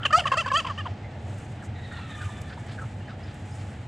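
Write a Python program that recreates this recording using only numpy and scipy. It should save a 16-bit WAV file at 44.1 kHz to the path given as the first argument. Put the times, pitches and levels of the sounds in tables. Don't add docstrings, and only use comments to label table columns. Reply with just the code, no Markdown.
import sys
import numpy as np
from scipy import signal
from scipy.fft import rfft, irfft, next_fast_len
from scipy.io import wavfile
from scipy.ndimage import uniform_filter1d

SR = 44100
rng = np.random.default_rng(int(sys.argv[2]) if len(sys.argv) > 2 else 0)


def to_linear_factor(level_db):
    exponent = np.asarray(level_db, float) / 20
    return 10 ** exponent


def output_pcm(signal):
    pcm = np.clip(np.atleast_2d(signal).T, -1, 1) * 32767
    wavfile.write(sys.argv[1], SR, np.round(pcm).astype(np.int16))


N = 170667
FLUTTER_HZ = 297


def rms_one(x):
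    return x / np.sqrt(np.mean(x ** 2) + 1e-20)


def coloured(x, points):
    hz = np.maximum(np.arange(N // 2 + 1) * SR / N, 1)
    p = np.array(points)
    outline_db = np.interp(np.log(hz), np.log(p[:, 0]), p[:, 1], left=-99, right=-99)
    return rms_one(irfft(rfft(x) * to_linear_factor(outline_db), N))


def noise(points):
    return coloured(rng.standard_normal(N), points)


def drift(rate_hz, size):
    r = np.exp(-2 * np.pi * rate_hz / SR)
    white = rng.standard_normal(size + SR // 2)
    return rms_one(signal.lfilter([1], [1, -2 * r, r * r], white)[SR // 2:])


def swells(rows):
    t = np.arange(N) / SR
    return sum(to_linear_factor(db) * np.exp(-(2 * (t - s) / length) ** 2) for s, length, db in rows)


def controls(rows):
    s, *columns = np.transpose(rows)
    n = np.arange(max(int(s[0] * SR), 0), int(s[-1] * SR))
    glide = int(.0022 * SR) + 1
    return n, [uniform_filter1d(np.interp(n / SR, s, c), glide, mode="nearest") for c in columns]


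def short_note(s, length, db, first_hz, last_hz, *beak):
    fade_db = 20
    return [(s + length * u, first_hz + (last_hz - first_hz) * u, db - fade_db * dip, *beak)
            for u, dip in [(0, 1), (.27, 0), (.65, .12), (1, 1)]]


def tones(n, hz, gains, orders, rough):
    wobble = 0.0624 * rough * drift(FLUTTER_HZ, len(n))
    phase = 2 * np.pi * np.cumsum(hz * (1 + wobble)) / SR
    depth = np.clip(rough * (1 + .3 * (orders - 1)), 0, 3)
    chance = np.array([drift(FLUTTER_HZ, len(n)) for _ in range(6)])
    flutter = (1 + depth * chance[np.arange(len(orders)) % 6]) / np.sqrt(1 + depth ** 2)
    wave = np.sum(gains * flutter * np.sin(orders * phase), axis=0)
    ends = np.minimum(1, np.minimum(n - n[0], n[-1] - n) / 60)
    return ends * wave / np.sqrt(np.sum(gains ** 2, axis=0) / 2)


def whistles(rows):
    out, one = np.zeros(N), np.ones((1, 1))
    for row in rows:
        n, (hz, db) = controls(short_note(*row))
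        rough = .75 * 1500 / hz
        out[n] += to_linear_factor(db) * tones(n, hz, one, one, rough)
    return out


# frequency in Hz, level in dB per Hz.
DRONE_COLOUR = [(20, -21), (64, -18), (97, -1.5), (160, -12), (330, -20.5), (400, -51)]
# centre in Hz, width in Hz, level in dB.
DRONE_HUMPS = [(98.7, 26.8, -40.5), (132.9, 9.2, -49.5), (212.5, 20, -52.5)]
# frequency in Hz, level in dB.
HUMS = [(737, -60.5), (834, -60)]
# frequency in Hz, level in dB per Hz.
TRAFFIC_COLOUR = [(200, -8), (300, -5.5), (440, -4.5), (600, -3.5), (860, -5), (1000, -14.5)]
# frequency in Hz, level in dB per Hz.
AIR_COLOUR = [(750, -9), (1000, -2.5), (1750, 1), (3100, -6.5), (5500, -19), (7700, -20.5), (14100, -52.5)]


def background():
    drone_db, traffic_db, air_db = -39.5, -49, -52.5
    out = to_linear_factor(drone_db) * noise(DRONE_COLOUR)
    for hz, width_hz, db in DRONE_HUMPS:
        out += to_linear_factor(db) * noise([(hz + k * width_hz, -12 * abs(k)) for k in (-2, 0, 2)])
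    for hz, db in HUMS:
        hum = np.sin(2 * np.pi * hz * np.arange(N) / SR)
        out += np.sqrt(2) * to_linear_factor(db + 2.0 * drift(1, N)) * hum
    out += to_linear_factor(traffic_db + 1.0 * drift(4.9, N)) * noise(TRAFFIC_COLOUR)
    return out + to_linear_factor(air_db + 1.0 * drift(13.5, N)) * noise(AIR_COLOUR)


# frequency in Hz, level in dB per Hz.
WIDE_COLOUR = [(30, -47), (103, -3.5), (800, 5), (1100, 0), (3800, -8.5), (12000, -45)]


def wide_air():
    return to_linear_factor(-59) * noise(WIDE_COLOUR)


# start in seconds, level in dB, pitch in Hz.
PEEP_CALLS = [
    (-.01, -42, 1360),
    (1.03, -49, 2060),
    (2.803, -43, 1280),
    (2.994, -57, 2800),
    (3.035, -58, 3100),
    (3.10, -50, 1300),
]


def peeps():
    length_s = 0.056
    return whistles([(s, length_s, db, hz, hz) for s, db, hz in PEEP_CALLS])


# time in seconds, pitch in Hz, level in dB, gape 0-1, brightness in dB.
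LONG_1 = [(.124, 555, -35, 0.9, -24), (.13, 593, -18.5, 0.75, -19), (.14, 625, -13.5, 0.62, -33),
          (.156, 650, -11.5, 0.6, -39), (.163, 672, -23, 0.47, -30), (0.173, 700, -26, 0.35, -18),
          (0.182, 712, -20.5, 0.2, -17.5), (.189, 792, -19, 0.2, -5)]
LONG_2 = [(0.364, 515, -42, 0.54, -15), (.374, 611, -22, 0.31, -20), (.388, 677, -22.5, 0.43, -1.5),
          (0.403, 676, -24.5, 0.58, -5), (0.415, 600, -28, 0.16, -7.5), (0.43, 470, -39.5, 0.54, -31)]
LONG_3 = [(0.528, 513, -32.5, 0.35, -15), (0.541, 546.6, -20, 0.4, -19), (0.57, 640, -19.5, 0.57, 6),
          (0.578, 671, -24.5, 0.46, -18), (0.593, 663, -25.5, 0.55, 2.5), (0.605, 575, -27.5, 0.27, -6),
          (0.622, 480, -47, 0.28, -21)]
LONG_4 = [(0.777, 552, -36, 0.32, -4), (0.788, 613, -33, 0.86, -7.5), (0.799, 628, -33.5, 0.41, -10),
          (0.811, 559, -36, 0.33, 2), (0.821, 580, -43, 0.97, -3)]
LONG_HIGHS_DB = [-6.5, -5.5, -2.5, -5]
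# start in seconds, length in seconds, level in dB, first Hz, last Hz.
WIDE_NOTES = [
    (.027, 0.026, -30.5, 416, 510),
    (.048, 0.025, -18, 650, 497),
]
# start in seconds, length in seconds, level in dB, first Hz, last Hz.
DULL_NOTES = [
    (.101, 0.024, -27.5, 564, 770),
    (.252, 0.019, -20, 582, 520),
    (.315, 0.017, -15.5, 557, 524),
    (.331, 0.021, -19.5, 575, 490),
    (.350, 0.019, -32.5, 673, 706),
    (.457, 0.019, -25, 528, 497),
    (.513, 0.017, -20, 576, 491),
    (.690, 0.037, -27.5, 657, 502),
]
# start in seconds, length in seconds, level in dB, first Hz, last Hz.
BRIGHT_NOTES = [
    (.186, 0.032, -22.5, 815, 596),
    (.261, 0.034, -25, 690, 528),
    (.327, 0.011, -26, 636, 577),
    (.471, 0.027, -28, 593, 497),
    (.661, 0.023, -28.5, 579, 448),
]
# start in seconds, length in seconds, level in dB, first Hz, last Hz.
LEAD_NOTES = [
    (.238, 0.017, -33.5, 632, 555),
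    (.306, 0.012, -35.5, 620, 524),
    (.444, 0.017, -34, 565, 593),
    (.499, 0.021, -29.5, 577, 555),
]
# start in seconds, length in seconds, level in dB, first Hz, last Hz.
CLOSED_NOTES = [
    (.643, 0.021, -29, 617, 428),
    (.681, 0.014, -31, 423, 462),
    (.850, 0.032, -30.5, 628, 374),
]
# start in seconds, length in seconds, level in dB, first Hz, last Hz.
GULP_NOTES = [
    (.216, 0.016, -33, 610, 600),
    (.231, .01, -38, 634, 620),
    (.488, 0.014, -39, 517, 480),
    (.876, .022, -38, 765, 640),
]
# gape 0-1, brightness in dB, roughness (below 0: no flutter), level above 4
# kHz in dB.
WIDE_SHAPE = (0.69, -6, 0.24, -8)
DULL_SHAPE = (0.49, -17, 0.15, -14)
BRIGHT_SHAPE = (.38, -6, .3, -7)
LEAD_SHAPE = (1, -18, -0.14, -18)
CLOSED_SHAPE = (0.37, -15.5, 0.37, -16)
GULP_SHAPE = (0.15, -20, 0.5, -19)
# centre in Hz, width in Hz, level in dB.
THROAT_PEAKS = [(1803, 206, -4), (2784, 360, -1.5), (3096, 111, 1), (4686, 490, -14), (6900, 3050, -21.5),
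                (9200, 3300, -52)]


def gobble_notes():
    long_rough = .045
    notes = []
    for rows, highs_db in zip((LONG_1, LONG_2, LONG_3, LONG_4), LONG_HIGHS_DB):
        notes.append([(*row, long_rough, highs_db) for row in rows])
    for rows, beak in [(DULL_NOTES, DULL_SHAPE), (BRIGHT_NOTES, BRIGHT_SHAPE), (LEAD_NOTES, LEAD_SHAPE),
                       (WIDE_NOTES, WIDE_SHAPE), (CLOSED_NOTES, CLOSED_SHAPE), (GULP_NOTES, GULP_SHAPE)]:
        notes += [short_note(*row, *beak) for row in rows]
    return notes


def gobble():
    shut_hz, open_hz, first_width_hz, chest_db = 650, 1750, 318, -25
    out, orders = np.zeros(N), np.arange(1, 25)[:, None]
    for rows in gobble_notes():
        n, (hz, db, gape, bright_db, rough, highs_db) = controls(rows)
        f = orders * hz
        first_hz = shut_hz + (open_hz - shut_hz) * gape
        gains = 1 / (1 + (2 * (f - first_hz) / first_width_hz) ** 2)
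        gains = gains + to_linear_factor(chest_db) * (orders < 2)
        yielding_db = highs_db - .8 * np.maximum(db + 26.5, 0)
        for top_hz, width_hz, top_db in THROAT_PEAKS:
            shift_db = bright_db if top_hz < 4000 else yielding_db
            gains = gains + to_linear_factor(top_db + shift_db) / (1 + (2 * (f - top_hz) / width_hz) ** 2) ** 0.97
        uneven_db = 3.5 * np.array([drift(32, len(n)) for _ in range(5)])[orders[:, 0] % 5]
        effort_db = .7 * np.minimum(db + 24.0, 0)
        gains = gains * to_linear_factor(uneven_db * (orders > 2) + effort_db * (f > 4000))
        gains = gains / (1 + (f / 11000) ** 4)
        out[n] += to_linear_factor(db) * tones(n, hz, gains, orders, rough)
    return out


def port_skew(voice):
    quarter_turn = np.imag(signal.hilbert(voice, next_fast_len(N))[:N])
    low_pass = signal.butter(1, 2200, fs=SR, output="sos")
    return to_linear_factor(-17) * signal.sosfiltfilt(low_pass, quarter_turn)


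def echoes(x):
    far_db, far_t60_s = -17, .9
    near_db, near_t60_s = -13, .14
    apart_share = .3
    t = np.arange(SR // 2) / SR
    fall = to_linear_factor(far_db - 60 * t / far_t60_s) / np.sqrt(far_t60_s)
    fall = fall + to_linear_factor(near_db - 60 * t / near_t60_s) / np.sqrt(near_t60_s)
    scatter = rng.standard_normal((2, len(t))) * fall * (t > .008)
    both, apart = signal.lfilter([1, -.8], [1], scatter)
    tail = (both + apart_share * apart * [[1], [-1]]) * np.sqrt(6 * np.log(10) / SR)
    return signal.fftconvolve(x[None], tail, axes=1)[:, :N]


# centre in seconds, length in seconds, level in dB.
BREATH_SWELLS = [
    (.35, 0.44, -56),
    (.7, 0.5, -55),
]
# frequency in Hz, level in dB per Hz.
BREATH_COLOUR = [(900, -5), (1500, 0), (3100, -2.5), (3800, -9), (4700, -2), (7000, -16), (10000, -33)]


def breath_hiss():
    return swells(BREATH_SWELLS) * noise(BREATH_COLOUR)


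# time in seconds, level in dB.
STALK_SNAPS = [
    (1.205, -65),
    (1.385, -46),
    (1.655, -56),
    (2.243, -45),
    (2.416, -37.5),
    (3.343, -45.5),
]


def stalk_snaps():
    t = np.arange(N) / SR
    band = signal.butter(2, [5000, 9500], "band", fs=SR, output="sos")
    crack = signal.sosfilt(band, rng.standard_normal(N))
    decay_s = 0.0035
    out = np.zeros(N)
    for s, db in STALK_SNAPS:
        out += to_linear_factor(db) * crack * (t >= s) * np.exp(-np.maximum(t - s, 0) / decay_s)
    return out


# centre in seconds, length in seconds, level in dB.
WING_BRUSHES = [
    (1.29, .12, -48.5),
]


def wing_thump():
    return swells(WING_BRUSHES) * noise(TRAFFIC_COLOUR)


# centre in seconds, length in seconds, level in dB.
FEATHER_DRAGS = [
    (1.4, 0.34, -61),
    (1.65, 0.051, -60),
    (1.9, 0.22, -64),
    (2.25, 0.37, -56.5),
    (2.75, 0.49, -61.5),
    (3.55, 0.57, -60.5),
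]
# frequency in Hz, level in dB per Hz.
RUSTLE_COLOUR = [(2000, -11), (3500, -16), (5300, -2.5), (7800, 4.5), (9500, -6), (11300, -14.5),
                 (15500, -49)]


def feather_drag():
    grain_db = 2.0 * rng.exponential(1, N) + 2.0 * drift(40, N)
    grains = rng.standard_normal(N) * to_linear_factor(grain_db)
    return swells(FEATHER_DRAGS) * coloured(grains, RUSTLE_COLOUR)


# start in seconds, length in seconds, level in dB, first Hz.
YELP_CALLS = [
    (1.613, 0.036, -44.5, 1750),
    (1.907, 0.033, -44, 1750),
    (2.198, 0.055, -42, 1750),
    (2.492, 0.059, -45, 1750),
    (2.775, 0.0426, -39.5, 1750),
    (3.072, 0.048, -45.5, 1750),
]


def yelps():
    upper = [(s, length, db, hz, hz * .8) for s, length, db, hz in YELP_CALLS]
    lower = [(s, length, db - 4.5, hz * .86, hz * .86) for s, length, db, hz in YELP_CALLS]
    return whistles(upper + lower)


# time in seconds, pitch in Hz, level in dB.
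HIGH_CRY = [(1.75, 950, -54), (1.85, 940, -49), (2.3, 880, -53), (2.75, 850, -62)]
LOW_CRY = [(1.83, 750, -62), (1.95, 700, -50), (2.15, 610, -48), (2.55, 585, -58)]
HIGH_CRY_TONES = [2, 4]
LOW_CRY_TONES = [2, 4, 5, 6]


def cries():
    tilt_db, patchy_db, rough = -3.2, 3.5, .42
    out = np.zeros(N)
    for rows, parts in [(HIGH_CRY, HIGH_CRY_TONES), (LOW_CRY, LOW_CRY_TONES)]:
        n, (hz, db) = controls(rows)
        k = np.array(parts)[:, None]
        level = to_linear_factor(db + patchy_db * drift(16.6, len(n)))
        out[n] += level * tones(n, hz, to_linear_factor(tilt_db * k), k, rough)
    return out


# start in seconds, level in dB, first Hz.
CHIP_CALLS = [
    (1.98, -45, 890),
    (2.28, -43, 920),
    (2.57, -45, 885),
    (3.228, -57, 4750),
    (3.515, -57, 4700),
]


def chips():
    length_s, rise = 0.026, 1.16
    return whistles([(s, length_s, db, hz, hz * rise) for s, db, hz in CHIP_CALLS])


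# centre in seconds, level in dB.
FOOTSTEPS = [
    (1.88, -63),
    (2.24, -53.5),
    (2.522, -51),
    (2.72, -50.5),
    (3.10, -51),
    (3.292, -53),
    (3.6, -55),
]
# frequency in Hz, level in dB per Hz.
SWISH_COLOUR = [(900, -8), (1500, -1), (2500, -5), (5000, -10), (7000, -35)]


def footsteps():
    length_s = 0.077
    swish = swells([(s, length_s, db) for s, db in FOOTSTEPS])
    return swish * to_linear_factor(2.9 * drift(49, N)) * noise(SWISH_COLOUR)


def scene():
    far_echo_db, pan_db = 9, -.3
    voice = gobble()
    far = peeps() + yelps() + cries() + chips()
    strut = breath_hiss() + stalk_snaps() + wing_thump() + feather_drag() + footsteps()
    around = far + strut + background()
    side = wide_air() + port_skew(voice)
    pan = to_linear_factor(np.array([[pan_db / 2], [-pan_db / 2]]))
    return voice + echoes(voice + to_linear_factor(far_echo_db) * far) + around * pan + side * [[1], [-1]]


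def top_cut(x):
    return signal.sosfilt(signal.butter(12, 15670, fs=SR, output="sos"), x)


def record(dry):
    return top_cut(dry)


dry = scene()
out = record(dry)
output_pcm(out)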